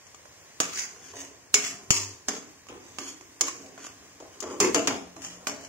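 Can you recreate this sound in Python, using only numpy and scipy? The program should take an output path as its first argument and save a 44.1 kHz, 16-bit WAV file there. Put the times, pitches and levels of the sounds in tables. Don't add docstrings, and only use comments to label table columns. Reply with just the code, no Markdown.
import sys
import numpy as np
from scipy import signal
from scipy.fft import rfft, irfft, next_fast_len
from scipy.io import wavfile
from scipy.ndimage import uniform_filter1d, minimum_filter1d

SR = 44100
rng = np.random.default_rng(int(sys.argv[2]) if len(sys.argv) > 2 else 0)


def master(y):
    cut = np.clip(np.atleast_2d(y).T, -1, 1)
    pcm = np.round(cut * 32767)
    wavfile.write(sys.argv[1], SR, pcm.astype(np.int16))


def attenuation_scalar(level_db):
    decades = np.asarray(level_db, float) / 20
    return 10 ** decades


N = 250488

# pitch_hz, level_db, ring_t60_s
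BOWL_MODES = [(178, -6, 0.21), (219, -17, 0.31), (273.8, 5.5, 0.35), (293, -25, 0.57), (406.8, -2.5, 0.15),
              (421.8, 5, 0.071), (505.4, -12, 0.087), (560, -45.5, 0.32)]
# pitch_hz, level_db, ring_t60_s
BELLY_MODES = [(602, -0.5, 0.16), (757, 7.5, 0.11), (891, -46, 0.052), (1034.5, 14.5, 0.063),
               (1150, 10.5, 0.11), (1195, 9, 0.13)]
# pitch_hz, level_db, ring_t60_s
WALL_MODES = [(1907, 13, 0.081), (2194, 18, 0.2), (2405, 23, 0.049), (2530, -27, 0.17), (3060, -19, 0.1)]
# pitch_hz, level_db, ring_t60_s
EDGE_MODES = [(5620, -33, 0.18), (5060, 24, 0.26), (5550, -85, 0.074), (6110, -21, .1), (6570, 23, 0.3),
              (6710, 9, 0.22), (6000, 6, 0.098), (6880, 35, 0.099), (6940, 23, 0.1), (7500, -15, 0.067)]
# modes, band_hz, crowd_t60_s of a blow, ring_share_db, left_right_likeness (0 to 1)
PARTS = [
    (EDGE_MODES, (3820, 22000), 0.052, -10.5, 0.028),
    (WALL_MODES, (1210, 4100), 0.017, -9.5, 0.1),
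    (BELLY_MODES, (764, 1280), 0.015, 0.11, 0.4),
    (BOWL_MODES, (200, 662), 0.059, -5.5, 0.97),
]
# pitch_hz, level_db (per Hz)
CLATTER_COLOUR = [(150, -31), (260, -7.5), (400, -4.5), (529, -14), (637, -7.5), (760, -8), (1210, -11),
                  (1680, -9.5), (2920, -6.5), (3820, -15.5), (6800, -4), (9000, -20.5), (15200, -33.5),
                  (16500, -12)]
# start_s, peak_db, wall_clack_db, belly_tock_db, left_right_db
LANDINGS = [(0.602, -10, -6.5, -7, -2), (1.542, 0, -8, -24.5, 1), (1.9054, -2.5, -6, -20, 5.5),
            (2.2843, -10, -14, -11, -1), (2.9853, -24.5, -2, -2, -3), (3.4096, -6, -11.5, -18.5, -2.5),
            (4.4039, -23, -26, -17.5, 9), (4.6018, -5, -33, -11, 3.5), (4.7459, -10, -5, -7, 4.5),
            (4.873, -11, -4.5, -9, -1.5), (5.4696, -15, -4.5, -8.5, -2.5)]
# start_s, peak_db, belly_tock_db, left_right_db
CATCHES = [(0.0676, -39.5, -15, 3), (0.1454, -38, -5.5, 4), (0.2547, -45, 3.5, -3), (1.648, -22, -24, 2),
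           (2.668, -43.5, -0.5, -2.5), (2.6864, -36, -9, -5), (3.073, -38.5, -3, 9),
           (3.21, -38.5, -4.5, -4), (3.4818, -23, -13, -6), (3.661, -43, -17, 1), (3.7775, -44, 6.5, 1),
           (3.8485, -42, 4.5, 0), (3.8676, -37.5, 4, -2), (4.0252, -53, 4, -5), (4.2016, -40, -5, -1.5),
           (4.4264, -27.5, -26, -4), (5.1647, -37, -0.5, -3.5), (5.2195, -39, -26, 17),
           (5.242, -37.5, -40, 10), (5.6488, -34, -17, 5)]
# start_s, rasp_db, fade_db_per_s, bowl_weight_db, wall_clatter_db
SKIDS = [(0.608, -29.5, 194, -9, -4.5), (1.133, -54.5, 121, 8, -2), (1.545, -28, 139, -9.5, -7),
         (1.913, -27, 125, -11.5, -29), (2.289, -40.5, 176, 1, -1), (2.69, -53, 133, 8.5, 2.5),
         (2.99, -44, 131, -2.5, -14.5), (3.414, -34, 179, -3.5, -20), (3.777, -57.5, 116, 4.5, 3.5),
         (4.202, -56, 150, 7, -6), (4.421, -43.5, 120, 5, -2.5), (4.607, -22.5, 229, 0, -5),
         (4.752, -27.5, 220, 2.5, 0), (4.875, -33.5, 229, -17, 5.5), (5.16, -56.5, 198, 8, -10),
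         (5.472, -32.5, 161, -4, -9)]
# peak_s, rasp_db, rise_db_per_s, fade_db_per_s, bowl_weight_db
SWEEPS = [(0.793, -32, 143, 149, -33), (0.85, -50.5, 84, 265, -32), (0.73, -47.5, 125, 125, -25),
          (0.951, -68, 73, 48, 8), (1.1, -49.5, 83, 60, -7.5), (1.195, -37, 212, 220, -11),
          (1.666, -28.5, 350, 314, -40), (1.8, -57.5, 62, 72, 3), (1.969, -32, 157, 175, -12.5),
          (2.354, -41.5, 116, 174, -8), (2.877, -55, 94, 39, -11), (3.08, -41.5, 147, 250, -15),
          (3.27, -66.5, 100, 68, 0), (3.486, -34, 234, 220, -28), (3.62, -55.5, 78, 66, 3),
          (3.867, -43.5, 136, 280, -29), (4.1, -59.5, 54, 100, -3), (4.349, -50.5, 376, 300, -2),
          (4.53, -51, 60, 139, 6), (4.911, -37.5, 100, 252, 6), (5.242, -37, 454, 150, -11),
          (5.41, -74, 117, 62, 18), (5.633, -49.5, 98, 267, -17)]
# time_s, pitch_hz
CONTACT_PITCH = [(0.6, 1270), (0.74, 1264), (0.81, 2237), (0.95, 1300), (1.2, 1900), (1.55, 2300),
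                 (1.7, 1815), (1.91, 2625), (2.02, 1840), (2.3, 1397), (3.08, 1150), (3.41, 1990),
                 (3.47, 1150), (3.78, 1800), (3.86, 1150), (4.7, 1200), (5.24, 1894), (5.68, 1600)]
# start_s, pitch_hz, peak_db, ring_t60_s
CLANKS = [
    (1.544, 2180, -27, 0.16),
    (1.544, 2335, -25, 0.13),
    (1.55, 420, -32, 0.22),
    (3.482, 1080, -27, 0.047),
    (2.286, 330, -45, 0.2),
    (4.602, 2600, -35, 0.15),
    (5.19, 270, -50, 0.4),
    (0.255, 600, -46, .03),
]
# start_s, pitch_hz, level_db (rms), length_s
STAND_HUMS = [
    (1.928, 99.2, -49, 0.22),
    (4.928, 178, -58.5, 0.25),
    (5.263, 178, -59.5, 0.2),
]
# start_s, peak_db, width_s
PUFFS = [
    (1.539, -32, 0.0069),
    (1.906, -10, 0.0069),
    (4.601, -24, 0.0041),
    (4.744, -26, 0.0044),
    (4.79, -58, 0.011),
    (2.281, -39, 0.0069),
]
# pitch_hz, level_db (per Hz)
HUSH_COLOUR = [(15, -44), (25, -20), (95, 6.5), (192, -3), (226, -4), (470, -0.5), (952, -5), (1090, 0.5),
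               (1220, -8), (1830, -2.5), (3410, -9.5), (6550, -2), (11600, -20), (15200, -12.5),
               (16500, -4)]
# pitch_hz, share_of_time_empty (0 to 1)
THIN_BANDS = [(2500, 0), (3300, .08), (3700, .3), (4100, .55), (4600, .2), (5300, .08), (6500, 0),
              (7600, .1), (8400, .45), (12000, .5), (15650, .45), (15750, 1)]

BITE_DB, BITE_S, SOFT_DB = 2, 0.0105, -37
SWEEP_WALL_DB, LIFT_S = -8, 0.01
BELLY_DB, BELLY_FOLLOWS = -7, 1
LIGHT_SHARE, LIGHTEST_DB = 0.5, -13
FIZZ_HZ, FIZZ_DB, FIZZ_GROWS = 8400, -21.5, 0.062
BELLY_FADE, BOWL_FADE = 0.76, 0.56
CATCH_WALL_DB, KNOCK_DB = -5, -9.5
KITCHEN_T60_S, KITCHEN_DB = 0.44, -11
HUSH_DB = -57.5
RUMBLE_DB, SHAKE_DB, SHAKE_FADE_DB_PER_S = -81.5, -45, 46
PORT_LAG_S = 0.00008


def rms_one(x):
    return x / np.sqrt(np.mean(x ** 2) + 1e-20)


def add_at(out, start, sound):
    out[:, start:start + sound.shape[1]] += sound[:, :N - start]


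def drift(rate):
    knots = rng.standard_normal(400)
    return np.interp(np.arange(N) / SR * rate, np.arange(400), knots)


def coloured(spectrum, shape, low_hz=20, high_hz=17000):
    hz = np.arange(1, shape[-1] // 2 + 2) * SR / shape[-1]
    table_hz, table_db = np.transpose(spectrum)
    db = np.interp(np.log(hz), np.log(table_hz), table_db)
    skirts = 1 / np.sqrt((1 + (low_hz / hz) ** 8) * (1 + (hz / high_hz) ** 8))
    white = rfft(rng.standard_normal(shape))
    return rms_one(irfft(white * attenuation_scalar(db) * skirts, shape[-1]))


def two_ports(mid, side, likeness):
    likeness = np.clip(likeness, 0, 1)
    return np.sqrt(1 + likeness) * mid + np.sqrt(1 - likeness) * side * np.array([[1], [-1]])


def pressure_db(t, s, rise, fade):
    return -rise * np.maximum(s - t, 0) - fade * np.maximum(t - s, 0)


def response(modes, band_hz, t60, ring_db, likeness, spread_db):
    t = np.arange(SR // 2) / SR
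    crowd = two_ports(*coloured(CLATTER_COLOUR, (2, len(t)), *band_hz), likeness) * attenuation_scalar(-60 * t / t60)
    crack = 1 + 0.71 * np.exp(-t / 0.00046)
    crowd = crowd * (1 - np.exp(-t / 0.0002)) * crack
    hz, db, ring_s = np.transpose(modes)[:, :, None]
    strength = attenuation_scalar(db + spread_db * rng.standard_normal((len(modes), 1)))
    turn = (1 - likeness) * np.pi * rng.uniform(-0.98, 1, (2, len(modes), 1))
    rings = (strength * attenuation_scalar(-60 * t / ring_s) * np.sin(2 * np.pi * hz * t + turn)).sum(axis=1)
    both = crowd / np.linalg.norm(crowd) + attenuation_scalar(ring_db) * rings / np.linalg.norm(rings)
    return both * np.sqrt(2) / np.linalg.norm(both)


def all_strokes():
    strokes = []
    for s, db, fade, weight, wall in SKIDS:
        bite_db = BITE_DB * np.clip((db - SOFT_DB) / 18, 0, 1)
        strokes.append((s, db, 0, fade, weight, wall, bite_db))
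    for s, db, rise, fade, weight in SWEEPS:
        strokes.append((s, db, rise, fade, weight, SWEEP_WALL_DB, 0))
    return strokes


def scrape(slips_per_s, size_db, grip_db, smear, sing_db, sing_width_hz):
    t, out = np.arange(N) / SR, np.zeros((2, N))
    grip = drift(45) + 0.7 * drift(14)
    slips = rng.random(N) < slips_per_s * attenuation_scalar(grip_db * grip) / SR
    sizes = attenuation_scalar(size_db * np.minimum(rng.exponential(1, N), 4))
    ticks = rms_one(slips * sizes * rng.choice([-1, 1], N))
    push = rms_one(ticks + smear * rng.standard_normal(N))
    blur = np.exp(-np.pi * sing_width_hz / SR)
    flutter = rms_one(signal.lfilter([1], [1, -2 * blur, blur ** 2], ticks))
    spot = np.sin(2 * np.pi * np.cumsum(np.interp(t, *np.transpose(CONTACT_PITCH))) / SR)
    bright = signal.butter(4, [FIZZ_HZ, 15800], "band", fs=SR, output="sos")
    fizz = rms_one(signal.sosfilt(bright, np.abs(ticks) * rng.standard_normal((2, N))))
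    lands = np.append(np.array(SKIDS)[:, 0], N / SR + 1)
    for s, rasp_db, rise, fade, weight_db, wall_db, bite_db in all_strokes():
        start = lands[lands <= s][-1]
        lift = lands[lands > s][0] - LIFT_S
        a = int(max(start, s - 0.3) * SR)
        b = min(int(min(lift, s + 0.45) * SR), N)
        now = t[a:b]
        bite = bite_db * np.exp(-np.abs(now - s) / BITE_S)
        edge_db = rasp_db + pressure_db(now, s, rise, fade) + bite
        belly_weight_db = BELLY_DB + BELLY_FOLLOWS * max(weight_db, LIGHTEST_DB)
        belly_db = rasp_db + belly_weight_db + pressure_db(now, s, rise, fade * BELLY_FADE)
        bowl_weight_db = weight_db + min(weight_db, 0) * LIGHT_SHARE
        bowl_db = rasp_db + bowl_weight_db + pressure_db(now, s, rise, fade * BOWL_FADE)
        levels = (edge_db, edge_db + wall_db, belly_db, bowl_db)
        for part, db, drive in zip(PARTS, levels, (ticks, ticks, push, push)):
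            modes, band, t60, ring_db, alike = part
            touch = response(modes, band, t60 * 0.68, ring_db - 3.5, alike, spread_db=4.0)
            add_at(out, a, signal.fftconvolve(drive[None, a:b] * attenuation_scalar(db), touch, axes=1))
        out[:, a:b] += fizz[:, a:b] * attenuation_scalar(edge_db + FIZZ_DB + FIZZ_GROWS * (edge_db + 35))
        out[:, a:b] += flutter[a:b] * spot[a:b] * attenuation_scalar(edge_db + wall_db + sing_db)
    return out


def blows():
    out = np.zeros((2, N))
    catches = [(s, db, CATCH_WALL_DB, belly, pan) for s, db, belly, pan in CATCHES]
    for s, peak_db, wall_db, belly_db, pan_db in LANDINGS + catches:
        side_db = pan_db * np.array([[0.5], [-0.5]])
        for part, db in zip(PARTS, (0, wall_db, belly_db, belly_db + KNOCK_DB)):
            sound = response(*part, spread_db=-3.0)
            sound = sound / np.abs(sound).max() * attenuation_scalar(peak_db + db + 1.0 + side_db)
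            add_at(out, int(s * SR), sound)
    return out


def clanks():
    out = np.zeros((2, N))
    for s, hz, db, t60 in CLANKS:
        t = np.maximum(np.arange(N) / SR - s, 0)
        turn = np.array([[0], [hz / 2400]])
        out += attenuation_scalar(db - 60 * t / t60) * (1 - np.exp(-t / 0.00057)) * np.sin(2 * np.pi * hz * t + turn)
    return out


def stand():
    t, out = np.arange(N) / SR, np.zeros(N)
    for s, hz, db, length in STAND_HUMS:
        u = np.clip((t - s) / length, 0, 1)
        swell = np.sin(np.pi * u) ** 0.31 * attenuation_scalar(-5.5 * u)
        out += attenuation_scalar(db + 6.5) * swell * np.sin(2 * np.pi * hz * t)
    return out


def puffs():
    t, out = np.arange(N) / SR, np.zeros(N)
    for s, db, width in PUFFS:
        u = np.maximum(t - s, 0) / width
        out -= attenuation_scalar(db) * np.sin(2 * np.pi * u ** 0.82) * np.exp(-u * 1.86)
    return out * attenuation_scalar([[-26], [0]])


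def kitchen(x):
    t = np.arange(int(0.6 * SR)) / SR
    echo = rng.standard_normal((2, len(t))) * attenuation_scalar(-60 * t / KITCHEN_T60_S) * np.clip(t / 0.02, 0, 1)
    echo = signal.lfilter([1], [1, -0.3], echo)
    echo = echo / np.linalg.norm(echo, axis=1, keepdims=True)
    return attenuation_scalar(KITCHEN_DB) * signal.fftconvolve(x, echo, axes=1)[:, :N]


def hush():
    size, t = next_fast_len(N), np.arange(N) / SR
    air = two_ports(*coloured(HUSH_COLOUR, (2, size), 140, 17100), likeness=0.47)[:, :N]
    deep = two_ports(*coloured(HUSH_COLOUR, (2, size), 15, 120), likeness=0.95)[:, :N]
    shake = np.zeros(N)
    for s, db, _, weight, _ in SKIDS:
        shake += attenuation_scalar(db + 2.7 * weight + SHAKE_DB + pressure_db(t, s, 900, SHAKE_FADE_DB_PER_S))
    rumble = (attenuation_scalar(RUMBLE_DB) + shake) * attenuation_scalar(8.0 + 2.0 * drift(17)) * deep
    return attenuation_scalar(HUSH_DB + 0.77 * drift(6)) * air + rumble


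def scene():
    pan = scrape(slips_per_s=1500, size_db=3.5, grip_db=3.5, smear=0.9, sing_db=-7.5, sing_width_hz=310)
    pan = pan + blows() + clanks()
    no_bass = signal.butter(4, 120, "high", fs=SR, output="sos")
    pan = signal.sosfilt(no_bass, pan)
    return pan + kitchen(pan) + stand() + puffs() + hush()


def thin_out(x):
    lead = 172
    hz, _, frames = signal.stft(np.pad(x, ((0, 0), (lead, 0))), SR, "cosine", nperseg=2048)
    draws = rng.standard_normal((len(hz) // 7 + 1, frames.shape[-1]))
    draws = uniform_filter1d(draws, size=3) * np.sqrt(3)
    rank = 1 / (1 + np.exp(-1.7 * np.repeat(draws, 7, axis=0)[:len(hz)]))
    level = np.abs(frames).sum(axis=(0, 1))
    calm = level < 2.2 * minimum_filter1d(level, size=2)
    empty = (rank < np.interp(hz, *np.transpose(THIN_BANDS))[:, None]) & calm
    thinned = frames * np.where(empty, attenuation_scalar(-40), 1)
    return signal.istft(thinned, SR, "cosine", nperseg=2048)[1][:, lead:lead + N]


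def low_pass(x):
    return signal.sosfilt(signal.butter(12, 16830, fs=SR, output="sos"), x)


def record(dry):
    n = np.arange(N)
    left = np.interp(n - round(PORT_LAG_S * SR), n, dry[0])
    ports = np.array([left, dry[1]])
    rounded = 0.94 * np.tanh(ports / 0.77)
    top = signal.cheby2(12, 70, 17000, fs=SR, output="sos")
    mix = thin_out(signal.sosfilt(top, rounded))
    return low_pass(mix)


dry = scene()
out = record(dry)
master(out)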